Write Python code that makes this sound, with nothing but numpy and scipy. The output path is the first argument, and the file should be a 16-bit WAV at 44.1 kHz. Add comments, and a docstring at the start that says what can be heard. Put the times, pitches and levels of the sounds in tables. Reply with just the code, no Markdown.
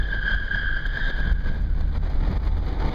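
"""In a concrete parking garage a car rounds a bend, heard from a microphone outside on its body.
The tyres squeal on the smooth floor, unsteady stick-slip tones with rasp, until the wheels straighten.
The engine, a stack of low harmonics, sags and then pulls as the car gathers speed and tyre roar rises.
Rolling rumble, a body boom and thuds lie beneath. Gusts of shaped noise swell and break off,
and hard buffets thump the microphone."""
import sys
import numpy as np
from scipy import signal
from scipy.fft import rfft, irfft
from scipy.io import wavfile

SR = 44100
rng = np.random.default_rng(int(sys.argv[2]) if len(sys.argv) > 2 else 0)


def output_pcm(signal):
    """Save a mono or channel-first signal as 16-bit PCM at the path in sys.argv[1].

    Samples are clipped to [-1, 1] before scaling.
    """
    pcm = np.clip(np.atleast_2d(signal).T, -1, 1) * 32767
    wavfile.write(sys.argv[1], SR, np.round(pcm).astype(np.int16))


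N = 129654
T = np.arange(N) / SR  # s

# hard buffets of air and the level change after each, where a negative dip is a rise:
# t/s, thump/dB, tick/dB, dip/dB
BUFFETS = [(0.349, -11.5, -54, 2.5), (.868, -14.5, -47.5, 4.5), (1.105, -21.5, -67, 3.5),
           (1.327, -7.5, -46.5, 9), (1.621, -14.5, -53.5, 1.5), (1.81, -5.5, -51, -1.5),
           (1.979, -8.5, -54, 7.5), (2.374, -12.5, -53, 10), (2.477, -12, -52, 3.5)]


def amp(db):
    """Decibels to gain."""
    return 10 ** (np.asarray(db) / 20)


def unit(x):
    """Scales to rms 1."""
    return x / np.sqrt(np.mean(x ** 2) + 1e-20)


def curve(rows, axis=1):
    """One column of a time table, at every sample."""
    rows = np.array(rows)
    return np.interp(T, rows[:, 0], rows[:, axis])


def by_hz(rows, hz):
    """Reads a spectrum on a log-frequency axis."""
    f, value = np.transpose(rows)
    return np.interp(np.log(hz + 1), np.log(f), value)


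def noise(colour):
    """White noise filtered to the given spectrum, at rms 1."""
    gain = amp(by_hz(colour, np.fft.rfftfreq(N, 1 / SR)))
    return unit(irfft(rfft(rng.standard_normal(N)) * gain, N))


def wander(rate_hz):
    """Smooth random drift of rms 1, whose spectrum falls away above the rate."""
    hz = np.fft.rfftfreq(N, 1 / SR)
    lowpass = (hz > 0) / (1 + (hz / rate_hz) ** 2)
    return unit(irfft(rfft(rng.standard_normal(N)) * lowpass, N))


def turns(hz):
    """Phase in radians of a frequency curve, from a random start."""
    return 2 * np.pi * (np.cumsum(hz * np.ones(N)) / SR + rng.random())


def fuzzy(hz, width_hz):
    """A resonance driven by noise: two slow drifts on a carrier in quadrature."""
    phase = turns(hz)
    return unit(wander(width_hz) * np.cos(phase) + wander(width_hz) * np.sin(phase))


def bell(at_s, width_s):
    """A smooth pulse of height 1, down to 1/e at the width on either side."""
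    return np.exp(-((T - at_s) / width_s) ** 2)


def tread(hz, overtone_db, count):
    """Ribs of the tread stick and slip, each at a slightly different, unsteady rate; the middle is loudest."""
    rib_spread, jitter, jitter_hz = .05, .015, 131.3  # spread and jitter as fractions of the pitch
    outer_rib_db, grip_db, grip_hz = -6.5, 6, 59.5
    out = np.zeros(N)
    for offset in np.linspace(-1, 1, count):
        phase = turns(hz * (1 + rib_spread * offset + jitter * wander(jitter_hz)))
        grip = amp(outer_rib_db * abs(offset) + grip_db * wander(grip_hz))
        partials = sum(amp(db) * np.sin((k + 1) * phase) for k, db in enumerate(overtone_db))
        out += grip * partials
    return unit(out)


def main_squeal():
    """Stick-slip tone of the scrubbing tread, with noise bands of sliding rubber that follow its pitch."""
    # stick-slip rate of the tread: t/s, f/Hz
    squeal_pitch = [(0, 1654), (.11, 1629), (.2, 1584), (.3, 1589), (.55, 1620), (.7, 1603), (.82, 1611),
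                    (.97, 1664), (1.06, 1660), (1.15, 1611), (1.45, 1587), (1.9, 1570)]
    # how hard the tyres scrub: t/s, level/dB
    scrub = [(0, -34.5), (.08, -37), (.135, -27), (.2, -37), (.28, -24), (.37, -32.5), (.47, -34.5),
             (.54, -28.5), (.69, -29.5), (.735, -33), (.79, -26), (.82, -43), (.86, -27), (.92, -30.5),
             (.96, -26), (1.09, -32.5), (1.12, -31), (1.16, -32), (1.31, -36), (1.37, -52), (1.47, -38),
             (1.62, -56.5), (1.7, -52), (1.8, -52.5), (2.05, -57.5), (2.3, -74)]
    # fundamental, then overtones in order: level/dB
    overtone_db = [6, -13.5, -25, -39]
    # rasp at and near the harmonics: multiple of the pitch, width/Hz, level/dB
    rasp_bands = [(1, 300, -15.5), (1.93, 189, -17), (2.95, 295, -29.5)]
    hz = curve(squeal_pitch)
    tone = tread(hz, overtone_db, count=5)
    rasp = sum(amp(db) * fuzzy(multiple * hz, width_hz) for multiple, width_hz, db in rasp_bands)
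    return amp(curve(scrub)) * (tone + rasp)


def chirp():
    """The thinner stick-slip tone of a second tyre."""
    # t/s, f/Hz, level/dB
    chirp_path = [(0, 1712, -49), (.12, 1653, -42.5), (.21, 1610, -49.5), (.3, 1590, -36.5),
                  (.45, 1606, -49.5), (.6, 1620, -48.5), (.79, 1610, -48), (.83, 1680, -46),
                  (.87, 1740, -47), (.92, 1738, -48), (1.0, 1813, -39.5), (1.05, 1790, -46.5),
                  (1.095, 1770, -36.5), (1.13, 1740, -53), (1.3, 1698, -45), (1.38, 1706, -76)]
    # fundamental, then overtones in order: level/dB
    chirp_overtone_db = [-5.5, -2, -28]
    tone = tread(curve(chirp_path), chirp_overtone_db, count=3)
    return amp(curve(chirp_path, axis=2)) * tone


def tyres():
    """Both tyres scrub the floor at once."""
    return main_squeal() + chirp()


def garage(x):
    """Dense echoes from bare concrete as decaying noise, the treble dying first."""
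    # reverberation time: f/Hz, t60/s
    decay_time = [(100, 1.2), (1600, 0.61), (6000, 0.44)]
    hz, t, z = signal.stft(rng.standard_normal(SR), SR, nperseg=256)
    decay = amp(-60 * t / by_hz(decay_time, hz)[:, None])
    tail = signal.istft(z * decay, SR, nperseg=256)[1]
    return signal.fftconvolve(x, tail / np.linalg.norm(tail))[:N]


def engine():
    """Low hum on the multiples of the firing rate, each drifting in level."""
    # firing rate and loudness: t/s, f/Hz, level/dB
    firing = [(0, 84.5, -36), (.3, 83.7, -37), (.6, 80, -39), (.95, 59.63, -51.5), (1.25, 59.7, -34.5),
              (1.45, 69.9, -28.5), (1.9, 74.56, -31.5), (2.4, 76, -30.5), (2.78, 77.3, -27.5),
              (2.94, 73.3, -36.5)]
    # multiples of the firing rate in order: level/dB
    engine_order_db = [0, -10, -20, -24.5]
    phase = turns(curve(firing) * (1 + 0.0083 * wander(17)))
    hum = sum(amp(db + 3.2 * wander(3.1)) * np.sin((k + 1) * phase) for k, db in enumerate(engine_order_db))
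    return amp(curve(firing, axis=2)) * unit(hum)


def roar():
    """The rolling tread excites resonances of tyre and wheel arch, louder as the car gathers speed."""
    # t/s, level/dB
    roar_level = [(0, -63.5), (1.7, -63), (2.1, -50.5), (2.35, -41.5), (2.55, -46), (2.75, -44.5),
                  (2.86, -34.5), (2.94, -41.5)]
    # resonances: f/Hz, width/Hz, level/dB
    resonances = [(299.3, 19, 3), (383, 11, -3), (496, 22, -5), (768, 23, -2.5), (878, 29, -0.5),
                  (1035, 65, -11), (1227, 28, -9)]
    ring = sum(amp(db) * fuzzy(hz, width_hz) for hz, width_hz, db in resonances)
    return amp(curve(roar_level)) * unit(ring)


def rolling():
    """Deep noise rumble and the body's boom, a low tone wavering in pitch and level."""
    # boom of the car's body: t/s, level/dB
    boom_level = [(0, -24), (.6, -33.5), (1.0, -39), (1.3, -27), (1.7, -28), (2.3, -29), (2.94, -28)]
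    # rumble: t/s, level/dB
    rumble_level = [(0, -28.5), (.9, -26), (1.3, -24), (2.3, -23.5), (2.94, -26.5)]
    # colour of the rumble: f/Hz, level/dB
    rumble_colour = [(5, -11), (15, -4), (27, 1.5), (55, -9), (100, -17), (160, -21.5), (300, -34),
                     (700, -58), (2000, -74)]
    boom_hz, waver_hz = 43.13, 8.3  # pitch, and rate of the wavering
    boom_swell = amp(0.96 * wander(waver_hz))
    boom = unit(boom_swell * np.sin(turns(boom_hz + 3.86 * wander(waver_hz))))
    return amp(curve(rumble_level)) * noise(rumble_colour) + amp(curve(boom_level)) * boom


def bumps():
    """The body thuds over uneven floor in short, dull swells of noise."""
    # t/s, half length/s, level/dB
    thuds = [(0.334, 0.045, -38), (0.558, 0.037, -37.5), (1.253, 0.062, -32), (1.475, .04, -37),
             (2.324, 0.041, -29.5), (2.874, 0.049, -33)]
    # colour of the thuds: f/Hz, level/dB
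    thud_colour = [(40, -27), (110, 0), (190, -1.5), (300, -20), (1500, -64)]
    return noise(thud_colour) * sum(amp(db) * bell(s, width_s) for s, width_s, db in thuds)


def buffets():
    """A swing of pressure on the microphone with a noisy tick at its crest."""
    # colour of the tick: f/Hz, level/dB
    tick_colour = [(500, -4.5), (3000, 2.5), (6000, 3.5), (15000, -5.5)]
    thump_s, tick_s = 0.006, .004
    tick = noise(tick_colour)
    out = np.zeros(N)
    for s, thump_db, tick_db, _ in BUFFETS:
        swing = bell(s, thump_s) - .5 * bell(s, 2 * thump_s)  # crest between two shallow troughs
        out += amp(thump_db) * swing + amp(tick_db) * bell(s, tick_s) * tick
    return out


def dips_db():
    """Level change after each buffet: a quick ramp, then an exponential return."""
    fall_s, recover_s = 0.0087, 0.037
    out = np.zeros(N)
    for s, _, _, db in BUFFETS:
        fall = np.clip((T - s) / fall_s, 0, 1)
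        recovery = np.exp(-np.maximum(T - s - fall_s, 0) / recover_s)
        out -= db * fall * recovery
    return out


def air():
    """Rush and hiss swell together in each gust and flutter with the turbulence."""
    # steady rush of air and rolling tyres: t/s, level/dB
    rush_level = [(0, -44.5), (.3, -43.5), (.7, -46.5), (1.25, -42.5), (1.38, -46), (1.55, -42),
                  (1.72, -49), (2.1, -42), (2.32, -43), (2.41, -40.5), (2.6, -42), (2.83, -34), (2.94, -33)]
    # colour of the rush: f/Hz, level/dB
    rush_colour = [(20, -9), (120, 1.5), (200, 2), (320, -2.5), (500, -3.5), (850, -7), (1250, -10.5),
                   (2200, -13), (3500, -23.5), (5000, -22.5), (7000, -36.5), (15000, -44.5)]
    # fine hiss of the air: t/s, level/dB
    hiss_level = [(0, -56), (.3, -54), (.8, -56.5), (1.05, -49), (1.3, -57), (1.38, -60.5), (1.52, -56),
                  (1.72, -64.5), (1.85, -61.5), (2.4, -58), (2.7, -55.5), (2.94, -49.5)]
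    # colour of the hiss: f/Hz, level/dB
    hiss_colour = [(20, -26), (900, -4), (2000, -13.5), (3500, 16), (4900, 3.5), (6400, -2.5),
                   (9000, -19.5), (15000, -11.5)]
    # gusts swell and then break off: peak t/s, rise/s, strength/dB
    gusts = [(0.148, 0.05, 3), (.275, 0.028, 7), (0.346, 0.047, 6.5), (0.554, 0.025, 6), (.79, 0.026, 3.5),
             (0.869, 0.011, 4.5), (0.986, 0.073, 2.5), (1.1, 0.032, 8.5), (1.195, 0.041, 6.5),
             (1.319, 0.057, 6.5), (1.486, 0.055, 7), (1.62, 0.034, 1), (1.809, 0.037, 7),
             (1.89, 0.028, 1.5), (1.973, 0.031, 7.5), (2.07, .03, 6), (2.272, 0.052, 2.5), (2.368, 0.12, 7),
             (2.476, 0.049, 7.5), (2.69, 0.018, 7.5), (2.859, 0.052, 2.5)]
    gust_fall_s, flutter_db, flutter_hz, hiss_gust_share = 0.012, 2.31, 65, 0.85
    gust_db = flutter_db * wander(flutter_hz)
    for peak_s, rise_s, db in gusts:
        gust_db = gust_db + db * bell(peak_s, np.where(T < peak_s, rise_s, gust_fall_s))
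    rush = amp(curve(rush_level) + gust_db) * noise(rush_colour)
    hiss = amp(curve(hiss_level) + hiss_gust_share * gust_db) * noise(hiss_colour)
    return rush + hiss


def crackle():
    """Fine crackle of the air: tiny single-sample ticks of random time, sign and size."""
    # t/s, level/dB
    crackle_level = [(0, -74.5), (1.0, -69.5), (1.5, -65.5), (2.94, -67.5)]
    ticks_per_s, spread_db = 180, 5.5
    sizes = amp(spread_db * np.minimum(rng.exponential(1, N), 4)) * rng.choice([-1, 1], N)
    struck = rng.random(N) < ticks_per_s / SR
    return amp(curve(crackle_level)) * unit(sizes * struck)


def scene():
    """Tyres in the garage, over the car's own rumble and the moving air."""
    squeal, dip_db = tyres(), dips_db()
    echoing_squeal = squeal + amp(-5.5) * garage(squeal)
    bright = amp(-1.0) * echoing_squeal + air() + roar() + crackle()
    deep = engine() + rolling() + bumps()
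    bass_dip_share = 0.33  # the lows dip less than the rest
    return (amp(dip_db) * bright + amp(bass_dip_share * dip_db) * deep + buffets())[None]


def record(dry):
    """Uneven, dull treble with steps down near 5 and 7.5 kHz, narrow notches, then the band limit."""
    # tone colour of the treble: f/Hz, level/dB
    top_colour = [(2400, 0), (2650, -0.5), (2830, 4.5), (3080, 0.5), (4950, -0.5), (5050, -8), (7000, -4.5),
                  (7700, -18.5), (8600, -10), (15000, -7.5)]
    # narrow notches: f/Hz, width/Hz
    notches = [(2715, 790), (5500, 580), (7850, 770), (10900, 640)]
    edge_hz = 15250
    top_gain = amp(by_hz(top_colour, np.fft.rfftfreq(2 * N, 1 / SR)))
    out = irfft(rfft(dry, 2 * N) * top_gain)[:, :N]
    for hz, width_hz in notches:
        out = signal.lfilter(*signal.iirnotch(hz, hz / width_hz, SR), out)
    lowpass = signal.firwin(511, edge_hz, window=("kaiser", 9), fs=SR)
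    return signal.oaconvolve(out, lowpass[None], "same")


dry = scene()
out = record(dry)
output_pcm(out)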